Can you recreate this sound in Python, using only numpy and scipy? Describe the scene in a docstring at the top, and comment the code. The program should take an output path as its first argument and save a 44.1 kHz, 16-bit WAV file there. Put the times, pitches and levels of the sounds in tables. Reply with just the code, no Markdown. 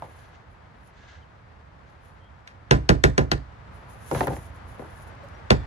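"""A young goat's hooves and fur skid and rustle on a hollow plastic slide on a lawn; faint peeps come between.
From 2.5 s knuckles rap the shell close by, and the fence returns an echo; near 4 s the goat slithers and
skips, with grit hissing under its hooves, and at 5.5 s comes a last rap. Distant traffic rumbles throughout.
Blows are decaying modes plus band-filtered noise, hiss and traffic are shaped noise, peeps are gliding sines."""
import sys
import numpy as np
from scipy import signal
from scipy.fft import rfft, irfft
from scipy.io import wavfile

SR = 44100
rng = np.random.default_rng(int(sys.argv[2]) if len(sys.argv) > 2 else 0)


def wav_record(signal):
    """Record a signal, one row per channel, as 16-bit PCM in the file named by sys.argv[1]."""
    frames = np.transpose(np.atleast_2d(signal))
    bounded = np.clip(frames, -1, 1)
    # unit amplitude maps onto the largest positive 16-bit level
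    quanta = np.round(bounded * 32767).astype(np.int16)
    wavfile.write(sys.argv[1], SR, quanta)


N = 249606
BINS = np.maximum(np.arange(N // 2 + 1) * SR / N, 1)   # spectrum frequencies in Hz

# Knuckle raps. Each row: start in seconds, level in dB, damping factor, weight in dB,
# knock over body in dB, hardness in dB.
KNUCKLE_RAPS = [(2.475, -70.5, 0.54, 8.5, 11, 23.5), (2.71, -12.5, 0.89, -0.5, -3, -3.5),
                (2.891, -9.5, 1.04, -3, -3.5, -6.5), (3.039, -12.5, 1.15, 0.5, -5.5, -3),
                (3.179, -14.5, 1.01, -1.5, -2.5, -7), (3.316, -19.5, 1.17, 0, -6, -0.5),
                (5.505, -10.5, 1.16, -2.5, -1, -4.5)]
# Hoof falls. Each row: start in seconds, level in dB, damping factor, weight in dB,
# knock over body in dB, hardness in dB.
HOOF_FALLS = [(.022, -30.5, 2.2, -15, 15.5, -16.5), (.04, -41, 1.1, -5.5, 9, -14),
              (.075, -49.5, .9, -10, -1, -25), (4.113, -17.5, 1.84, -10, -1.5, -16.5),
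              (4.125, -22, 0.87, -11.5, -8, -32), (4.148, -27, 0.95, 3, 5, -10.5),
              (4.16, -28, 1.3, -11, 7, -26), (4.174, -31, 0.63, -3.5, 6, -21),
              (4.207, -15, 1.44, -11, 4.5, -17), (4.213, -30.5, 1.5, -20, -6, -6),
              (4.231, -24.5, 0.6, -12, -0.5, -22.5), (4.271, -23, 1.3, -1.5, 2.5, -11.5),
              (4.28, -26, 0.95, -9, -3, -12), (4.302, -26, 0.69, -8, 1, -29),
              (4.32, -33, 1.1, 3.5, -5, -17), (4.332, -36.5, 0.67, -5, -2.5, -14),
              (4.365, -37, 1.1, -1, 2.5, -12), (4.794, -31.5, 1.1, -14.5, -2, -21),
              (4.819, -37.5, 0.82, -8, -2, -20), (4.845, -42.5, 1, -12, 1, -18)]
# Centres of a blow's boom, body, knock, clack and crack, in Hz.
STRIKE_CENTRES_HZ = (110, 370, 800, 1800, 4500)
# Modes of the shell. Each row: frequency in Hz, relative level in dB, decay time t60 in seconds at damping 1.
SHELL_MODES = [(47.4, -4.5, .3), (62.6, -5, 0.58), (91.9, -10.5, 0.38), (114.1, -5, 0.34),
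               (140, -0.5, 0.26), (170.7, -12.5, 0.16), (201.3, -10.5, 0.11), (230, -14, 0.18),
               (277.3, -17.5, 0.35), (318, -11.5, 0.21), (387, -8, 0.14), (486.7, -2.5, 0.07),
               (553.3, -9, 0.11), (702.6, -9, 0.089), (788, -8, .11), (879, -10.5, 0.051),
               (1017.6, -9, 0.14), (1224, -24, 0.094), (1443, -8, 0.14), (1620, -20, 0.058),
               (1994, -11.5, 0.012), (2360, 5.5, 0.0085), (2907, -7.5, 0.02), (3270, 2.5, 0.0082),
               (3860, 1, 0.011), (4430, 2.5, 0.0097), (5030, -2.5, 0.013), (6140, 0, 0.0083),
               (8000, -12, 0.0296), (11330, -19, 0.0035)]
# Dense small modes, heard as dying noise. Each row: frequency in Hz, relative density in dB per Hz.
RATTLE_SPECTRUM = [(100, -2), (150, -3.5), (254, -7), (420, -8.5), (700, -8.5), (1040, -11), (1400, -9.5),
                   (1700, -2), (2300, -12.5), (4000, -22.5), (6640, -29.5), (8500, -37.5), (11000, -36),
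                   (13500, -74), (16000, -70)]
# Decay of that noise. Each row: frequency in Hz, decay time t60 in seconds at damping 1.
RATTLE_DECAY = [(150, .22), (500, 0.21), (2000, 0.088), (6000, 0.12), (14000, 0.0476)]
# Phase between the ports for raps. Each row: frequency in Hz, lead of the left port in radians.
RAP_PHASE_LEAD = [(0, 0), (60, -.45), (130, -.85), (290, -1.55), (640, -2.1), (2150, -3.6), (3700, -7.3),
                  (6200, -12.6), (9700, -18.3), (16500, -25.3)]
# Level between the ports for raps. Each row: frequency in Hz, left over right in dB.
RAP_PORT_BALANCE = [(60, -6.5), (150, -2), (380, -8), (950, -1.5), (2380, 1), (5980, 8), (15000, -6.5)]
# Coherence of the ports for hooves. Each row: frequency in Hz, left-right likeness from -1 to 1.
HOOF_COHERENCE = [(60, 1), (180, 0.88), (550, 0.71), (1650, 0.12), (4970, 0.018), (15000, 0.4)]
# Short skids on grit. Each row: time of the top in seconds, top level in dB, rise in seconds, fall in seconds.
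SHORT_SKIDS = [(.04, -68, 0.056, .1), (.2, -65, 0.24, 0.095), (.512, -76, .02, .05),
               (.875, -66.5, 0.073, 0.028), (1.9, -79, .015, .08), (2.05, -70, .03, 0.11),
               (3.76, -69, 0.045, 0.08), (3.905, -61, .02, 0.098), (3.95, -64.5, 0.085, 0.017),
               (4.562, -64, .04, 0.036), (4.688, -60, .035, 0.052), (4.75, -74, .04, .03),
               (4.8, -62, 0.013, 0.088), (5.025, -59.5, 0.16, 0.051), (5.078, -64, 0.018, 0.039),
               (5.288, -76, .04, 0.12)]
# The long slither. Each row: time in seconds, level in dB.
LONG_SLITHER = [(3.97, -76), (4.075, -53.5), (4.1, -51.5), (4.165, -44), (4.22, -45.5), (4.265, -51.5),
                (4.29, -56.5), (4.338, -51), (4.396, -59), (4.47, -60.5), (4.51, -79)]
# Spectrum of the grit hiss. Each row: frequency in Hz, relative density in dB per Hz.
GRIT_SPECTRUM = [(1470, -44), (2500, -13), (4210, -23.5), (6760, -12), (8370, -22), (9270, -13.5),
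                 (10700, -5.5), (12700, -21), (13400, -63), (14000, -30), (15000, -22), (16100, -37),
                 (16500, -61)]
# Lone grit ticks. Each row: start in seconds, peak level in dB, frequency in Hz.
GRIT_TICKS = [(1.8994, -61, 5050), (4.1123, -32, 4950), (4.27, -29, 10600), (5.1517, -55, 6090),
              (5.1951, -64, 4680), (5.2857, -49, 4600)]
# Fur rustles on the shell. Each row: time of the top in seconds, top level in dB, rise in seconds,
# fall in seconds.
FUR_RUSTLES = [(.23, -62.5, 0.33, .2), (.354, -61, 0.026, 0.04), (.97, -63.5, 0.05, 0.23),
               (1.1, -58.5, 0.16, 0.13), (1.165, -60.5, .15, .05), (1.872, -68, .01, .15),
               (2.088, -66, 0.076, 0.044)]
# Spectrum of the rustle. Each row: frequency in Hz, relative density in dB per Hz.
RUSTLE_SPECTRUM = [(1000, -31), (1700, 1.5), (1800, -20), (2020, -3), (2440, -19), (2640, -11), (4240, -15),
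                   (5450, -21.5), (6310, -18.5), (8570, -39), (9000, -46), (11700, -71), (19800, -120)]
# Brief faint tones, mostly far birds. Each row: start in seconds, length in seconds, start frequency in Hz,
# end frequency in Hz, level in dB.
FAINT_TONES = [(1.217, .025, 3170, 2950, -61.5), (2.207, 0.087, 3130, 3270, -64),
               (5.231, 0.029, 555, 550, -42), (5.34, 0.031, 5700, 5700, -66),
               (5.581, 0.058, 3600, 3430, -59.5)]
# Distant traffic. Each row: time in seconds, rumble level in dB, rush level in dB.
TRAFFIC_LEVELS = [(0, -53, -52), (.4, -51, -54), (1.4, -52, -55), (2.4, -51.5, -54.5), (3.5, -48, -51.5),
                  (4.0, -45.5, -48.5), (4.5, -45, -49), (5.0, -46.5, -48), (5.3, -47.5, -47.5),
                  (5.66, -42, -46.5)]
# Spectrum of the traffic. Each row: frequency in Hz, relative density in dB per Hz.
TRAFFIC_SPECTRUM = [(25, -20), (58, -4), (78, -0.5), (127, -8.5), (200, -17), (340, -23.5), (520, -21),
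                    (900, -19.5), (1300, -22), (1700, -24.5), (2760, -35.5), (4490, -43), (8000, -54.5),
                    (16000, -71.5)]
# Coherence of the ports for traffic. Each row: frequency in Hz, left-right likeness from -1 to 1.
TRAFFIC_COHERENCE = [(60, 0.97), (150, 0.85), (380, 0.27), (950, -0.11), (2380, 0.19), (5980, 0.083),
                     (15000, -0.41)]
# Level between the ports for traffic. Each row: frequency in Hz, left over right in dB.
TRAFFIC_PORT_BALANCE = [(60, -4), (180, -3), (550, 0.5), (1650, 3), (4970, 2), (15000, -5)]

RAP_CRACK_DB, HOOF_CRACK_DB = 0.4, -8   # crack over clack
SNAP_DB, SNAP_S = 5.5, 0.0017   # extra rattle at the first instant of contact, and its time constant
AHEAD_S, AHEAD_DB = .0025, -18.5   # a faint bright copy of each rap, 2.5 ms ahead of it
YARD_DB, YARD_T60_S, YARD_SPREAD_DB = -56.5, 0.36, 4.5   # scatter from trunk, stones and walls
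FENCE_S, FENCE_DB = .0645, -39   # delay and level of the fence echo
BEYOND_S, BEYOND_DB = 0.23, -5   # end of the answers, and level change past the fence
BRIGHT_HZ = 1560   # the copy ahead, the scatter and the echo carry mainly what lies above this
SWELL_DB = 16.5   # gained over a rise, lost over a fall
DRAG_DB, DRAG_FOLLOWS = -44, 1.36   # rustle under the loudest skidding; share of the hiss's swing in dB
CUTOFF_HZ = 16900


def from_db(db):
    """Amplitude ratio: 20 dB to each factor of ten."""
    return 10 ** (np.asarray(db) / 20)


def rms_one(x):
    """Normalisation: divide by the root mean square."""
    return x / np.sqrt(np.mean(x ** 2) + 1e-20)


def in_time(rows):
    """Linear interpolation of each column of a time curve at every sample."""
    seconds, *columns = np.transpose(rows)
    return [np.interp(np.arange(N) / SR, seconds, column) for column in columns]


def at_hz(points, hz):
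    """Interpolation of a spectrum along a logarithmic frequency axis."""
    point_hz, values = np.array(points)[:, 0], np.array(points)[:, 1]
    return np.interp(np.log(hz), np.log(point_hz), values)


def drift(rate_hz):
    """Slow random fluctuation: white noise through two equal low-pass poles, rms about 1."""
    pole = np.exp(-2 * np.pi * rate_hz * 40 / SR)   # one step is 40 samples
    white = rng.standard_normal(N // 40 + 2002)
    slow = signal.lfilter([1], [1, -2 * pole, pole * pole], white)[2000:]   # filter has settled
    return np.interp(np.arange(N) / 40, np.arange(len(slow)), rms_one(slow))


def coloured(spectrum, grain_db=0.):
    """Spectral shaping: white noise weighted by frequency, rms 1; uneven grain sizes make it gritty."""
    sizes = from_db(grain_db * np.minimum(rng.exponential(1, N), 5))
    grains = rng.standard_normal(N) * sizes
    return rms_one(irfft(rfft(grains) * from_db(at_hz(spectrum, BINS)), N))


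def ports(mid, side, alike, balance_db=0, lead=0):
    """Coherence: two ports mix a shared and an unshared part, with level and phase difference by frequency."""
    alike = np.clip(alike, -1, 1)
    tilt = from_db(balance_db / 2) * np.exp(.5j * lead)
    shared = np.sqrt(1 + alike) * rfft(mid)
    own = np.sqrt(1 - alike) * rfft(side)
    left_right = np.array([(shared + own) * tilt, (shared - own) / tilt])
    return irfft(left_right, N) / np.sqrt(2)


def shell_modes(strike, damping, spread_db, rise_cycles, smear_cycles, t):
    """Modal superposition: a blow excites decaying sines, and the lows take longer to swell."""
    hz, mode_db, t60 = np.transpose(SHELL_MODES)[:, :, None]
    sign = (-1) ** np.arange(len(hz))[:, None]   # neighbouring modes start in opposite directions
    fickle = np.clip(hz / 700, .2, 1)   # long waves hardly notice where the blow lands
    late = smear_cycles * fickle / hz * rng.random((2, len(hz), 1))   # the contact rolls over part of its cycles
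    chance_db = spread_db * fickle * rng.standard_normal((2, len(hz), 1))
    gain = from_db(mode_db + at_hz(strike, hz) + chance_db)
    age = np.maximum(t - late, 0)
    rise = 1 - np.exp(-age * hz / rise_cycles)
    fade = from_db(-60 * damping * age / t60) * rise
    return np.sum(sign * gain * fade * np.sin(2 * np.pi * hz * age), axis=1)


def shell_rattle(strike, damping, rattle_db, t):
    """High modal density: crowded small modes act as noise bands, each dying at its own rate."""
    edges = 120 * 2 ** np.arange(0, 7.3, .5)   # half-octave bands, in Hz
    snap = 1 + from_db(SNAP_DB) * np.exp(-t / SNAP_S)
    # loose joints chatter unevenly, in lumps of 100 samples
    lumps = np.repeat(from_db(1.73 * rng.standard_normal(len(t) // 100 + 1)), 100)[:len(t)]
    white = rng.standard_normal((2, 2, len(t))) * lumps
    sound = np.zeros((2, len(t)))
    for k, (low, high) in enumerate(zip(edges, edges[1:])):
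        centre = np.sqrt(low * high)
        level_db = rattle_db + at_hz(RATTLE_SPECTRUM, centre) + at_hz(strike, centre)
        dying = from_db(level_db - 60 * damping * t / at_hz(RATTLE_DECAY, centre)) * snap
        band = signal.butter(2, (low, high), "band", fs=SR, output="sos")
        sound += signal.sosfilt(band, white[k % 2] * dying)   # neighbouring bands use separate noises
    return sound


def blows(table, crack_db, rattle_db, spread_db, rise_cycles, smear_cycles, ring_s):
    """Impact excitation: the spectrum of each strike weights modes and rattle, rendered twice."""
    out = np.zeros((2, N + SR))
    t = np.arange(round(SR * ring_s)) / SR
    closing = np.cos(np.pi * t / t[-1] / 2) ** .5
    for start_s, blow_db, damping, weight_db, knock_db, hard_db in table:
        strike_db = (weight_db, -knock_db / 2, knock_db / 2, hard_db, hard_db + crack_db)
        strike = list(zip(STRIKE_CENTRES_HZ, strike_db))
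        sound = shell_modes(strike, damping, spread_db, rise_cycles, smear_cycles, t)
        sound = sound + shell_rattle(strike, damping, rattle_db, t)
        at = round(start_s * SR)
        out[:, at:at + len(t)] += from_db(blow_db) * sound * closing
    return out[:, :N]


def yard_answer():
    """Reflection: decaying random scatter of uneven strength, with one clear fence echo."""
    t = np.arange(round(BEYOND_S * SR)) / SR
    sizes_db = YARD_SPREAD_DB * np.minimum(rng.exponential(1, (2, len(t))), 5)   # a few surfaces stand out
    level = from_db(YARD_DB + sizes_db - 60 * t / YARD_T60_S)
    yard = level * rng.standard_normal((2, len(t))) * (t > .008)   # no scatter in the first 8 ms
    yard[:, t > FENCE_S] *= from_db(BEYOND_DB)
    yard[:, round(FENCE_S * SR)] = from_db(FENCE_DB)
    return yard


def raps():
    """Direct and reflected sound: knuckles strike close by, and the yard returns the treble."""
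    mid, side = blows(KNUCKLE_RAPS, RAP_CRACK_DB, rattle_db=18.0, spread_db=1.5,
                      rise_cycles=0.38, smear_cycles=3.01, ring_s=1 / 4)
    bright = signal.sosfilt(signal.butter(2, BRIGHT_HZ, "high", fs=SR, output="sos"), mid)
    mid = mid + from_db(AHEAD_DB) * np.roll(bright, -round(AHEAD_S * SR))
    lead = np.interp(BINS, *np.transpose(RAP_PHASE_LEAD))
    near = ports(mid, side, 0.86, at_hz(RAP_PORT_BALANCE, BINS), lead)
    return near + signal.fftconvolve(bright[None], yard_answer(), axes=1)[:, :N]


def hooves():
    """Impact by a light body: hooves excite the same shell modes, but miss the deepest."""
    mid, side = blows(HOOF_FALLS, HOOF_CRACK_DB, rattle_db=15.0, spread_db=1.0,
                      rise_cycles=0.25, smear_cycles=0.63, ring_s=1 / 7)
    light = signal.sosfilt(signal.butter(2, 85, "high", fs=SR, output="sos"), [mid, side])
    return ports(*light, at_hz(HOOF_COHERENCE, BINS), -0.5)


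def stretch(rows):
    """Envelope of one continuous slide, opening and closing within 4.5 ms."""
    level_db, = in_time(rows)
    start_s, end_s = rows[0][0], rows[-1][0]
    t = np.arange(N) / SR
    return from_db(level_db) * np.clip(np.minimum(t - start_s, end_s - t) / 0.0045, 0, 1)


def swells(table):
    """Exponential growth and decay: gains climb to a top and sink evenly in dB, and are summed."""
    t = np.arange(0, N + 20, 20) / SR   # worked out every 20 samples
    gain = np.zeros(len(t))
    for top_s, top_db, rise_s, fall_s in table:
        away = np.maximum((top_s - t) / rise_s, (t - top_s) / fall_s)
        gain += from_db(top_db - SWELL_DB * np.minimum(away, 10))
    return np.interp(np.arange(N) / SR, t, gain)


def skidding():
    """Sliding contact: the summed envelope of all hooves sliding on the shell."""
    return swells(SHORT_SKIDS) + stretch(LONG_SLITHER)


def grit():
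    """Granular friction: crowded grains hiss under each skid, and lone grains tick."""
    hiss = np.array([coloured(GRIT_SPECTRUM, 2.4), coloured(GRIT_SPECTRUM, 2.1)])
    out = skidding() * from_db(2.0 * drift(32)) * hiss
    t = np.arange(400) / SR
    for start_s, peak_db, hz in GRIT_TICKS:
        band = [hz / 1.2, min(hz * 1.3, .45 * SR)]
        sos = signal.butter(1, band, "band", fs=SR, output="sos")
        tick = signal.sosfilt(sos, rng.standard_normal((2, len(t))) * np.exp(-t / 0.0029))
        at = round(start_s * SR)
        out[:, at:at + len(t)] += from_db(peak_db) * tick / np.abs(tick).max()
    return out


def brush():
    """Resonant friction: fur and every skid raise a soft rustle in the shell's upper resonances."""
    drag = skidding()
    under_skids = from_db(DRAG_DB) * (drag / drag.max()) ** DRAG_FOLLOWS
    level = (swells(FUR_RUSTLES) + under_skids) * from_db(1.74 * drift(25))
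    return level * ports(coloured(RUSTLE_SPECTRUM, 2.2), coloured(RUSTLE_SPECTRUM, 2.2), 0.41)


def faint_tones():
    """Frequency modulation: short sines glide in pitch while their phase wanders at random."""
    out = np.zeros(N)
    for start_s, length_s, start_hz, end_hz, level_db in FAINT_TONES:
        t = np.arange(int(length_s * SR)) / SR
        glide = 2 * np.pi * np.cumsum(np.linspace(start_hz, end_hz, len(t))) / SR
        waver = np.cumsum(rng.normal(0, 0.062, len(t)))
        envelope = np.sin(np.pi * t / length_s) ** .5
        at = round(start_s * SR)
        out[at:at + len(t)] += from_db(level_db) * envelope * np.sin(glide + waver)
    return out


def traffic():
    """Band splitting: one wide noise is parted near 220 Hz into rumble and rush, each with its own level."""
    rumble_db, rush_db = in_time(TRAFFIC_LEVELS)
    air = ports(coloured(TRAFFIC_SPECTRUM), coloured(TRAFFIC_SPECTRUM),
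                at_hz(TRAFFIC_COHERENCE, BINS), at_hz(TRAFFIC_PORT_BALANCE, BINS))
    low = irfft(rfft(air) / (1 + (BINS / 220) ** 4), N)
    rumble = from_db(rumble_db + 0.39 * drift(1.7)) * rms_one(low)
    rush = from_db(rush_db + 0.73 * drift(23)) * rms_one(air - low)
    return rumble + rush


def scene():
    """Linear superposition of all sources at the two ports."""
    return raps() + hooves() + grit() + brush() + faint_tones() + traffic()


def record(dry):
    """Band limiting and saturation: the deepest bass is lost, peaks are rounded, the top is cut."""
    dry = signal.sosfilt(signal.butter(2, 36, "high", fs=SR, output="sos"), dry)
    rounded = 1.335 * np.tanh(dry / 1.263)
    return signal.sosfilt(signal.cheby2(16, 95, CUTOFF_HZ, fs=SR, output="sos"), rounded)


dry = scene()
out = record(dry)
wav_record(out)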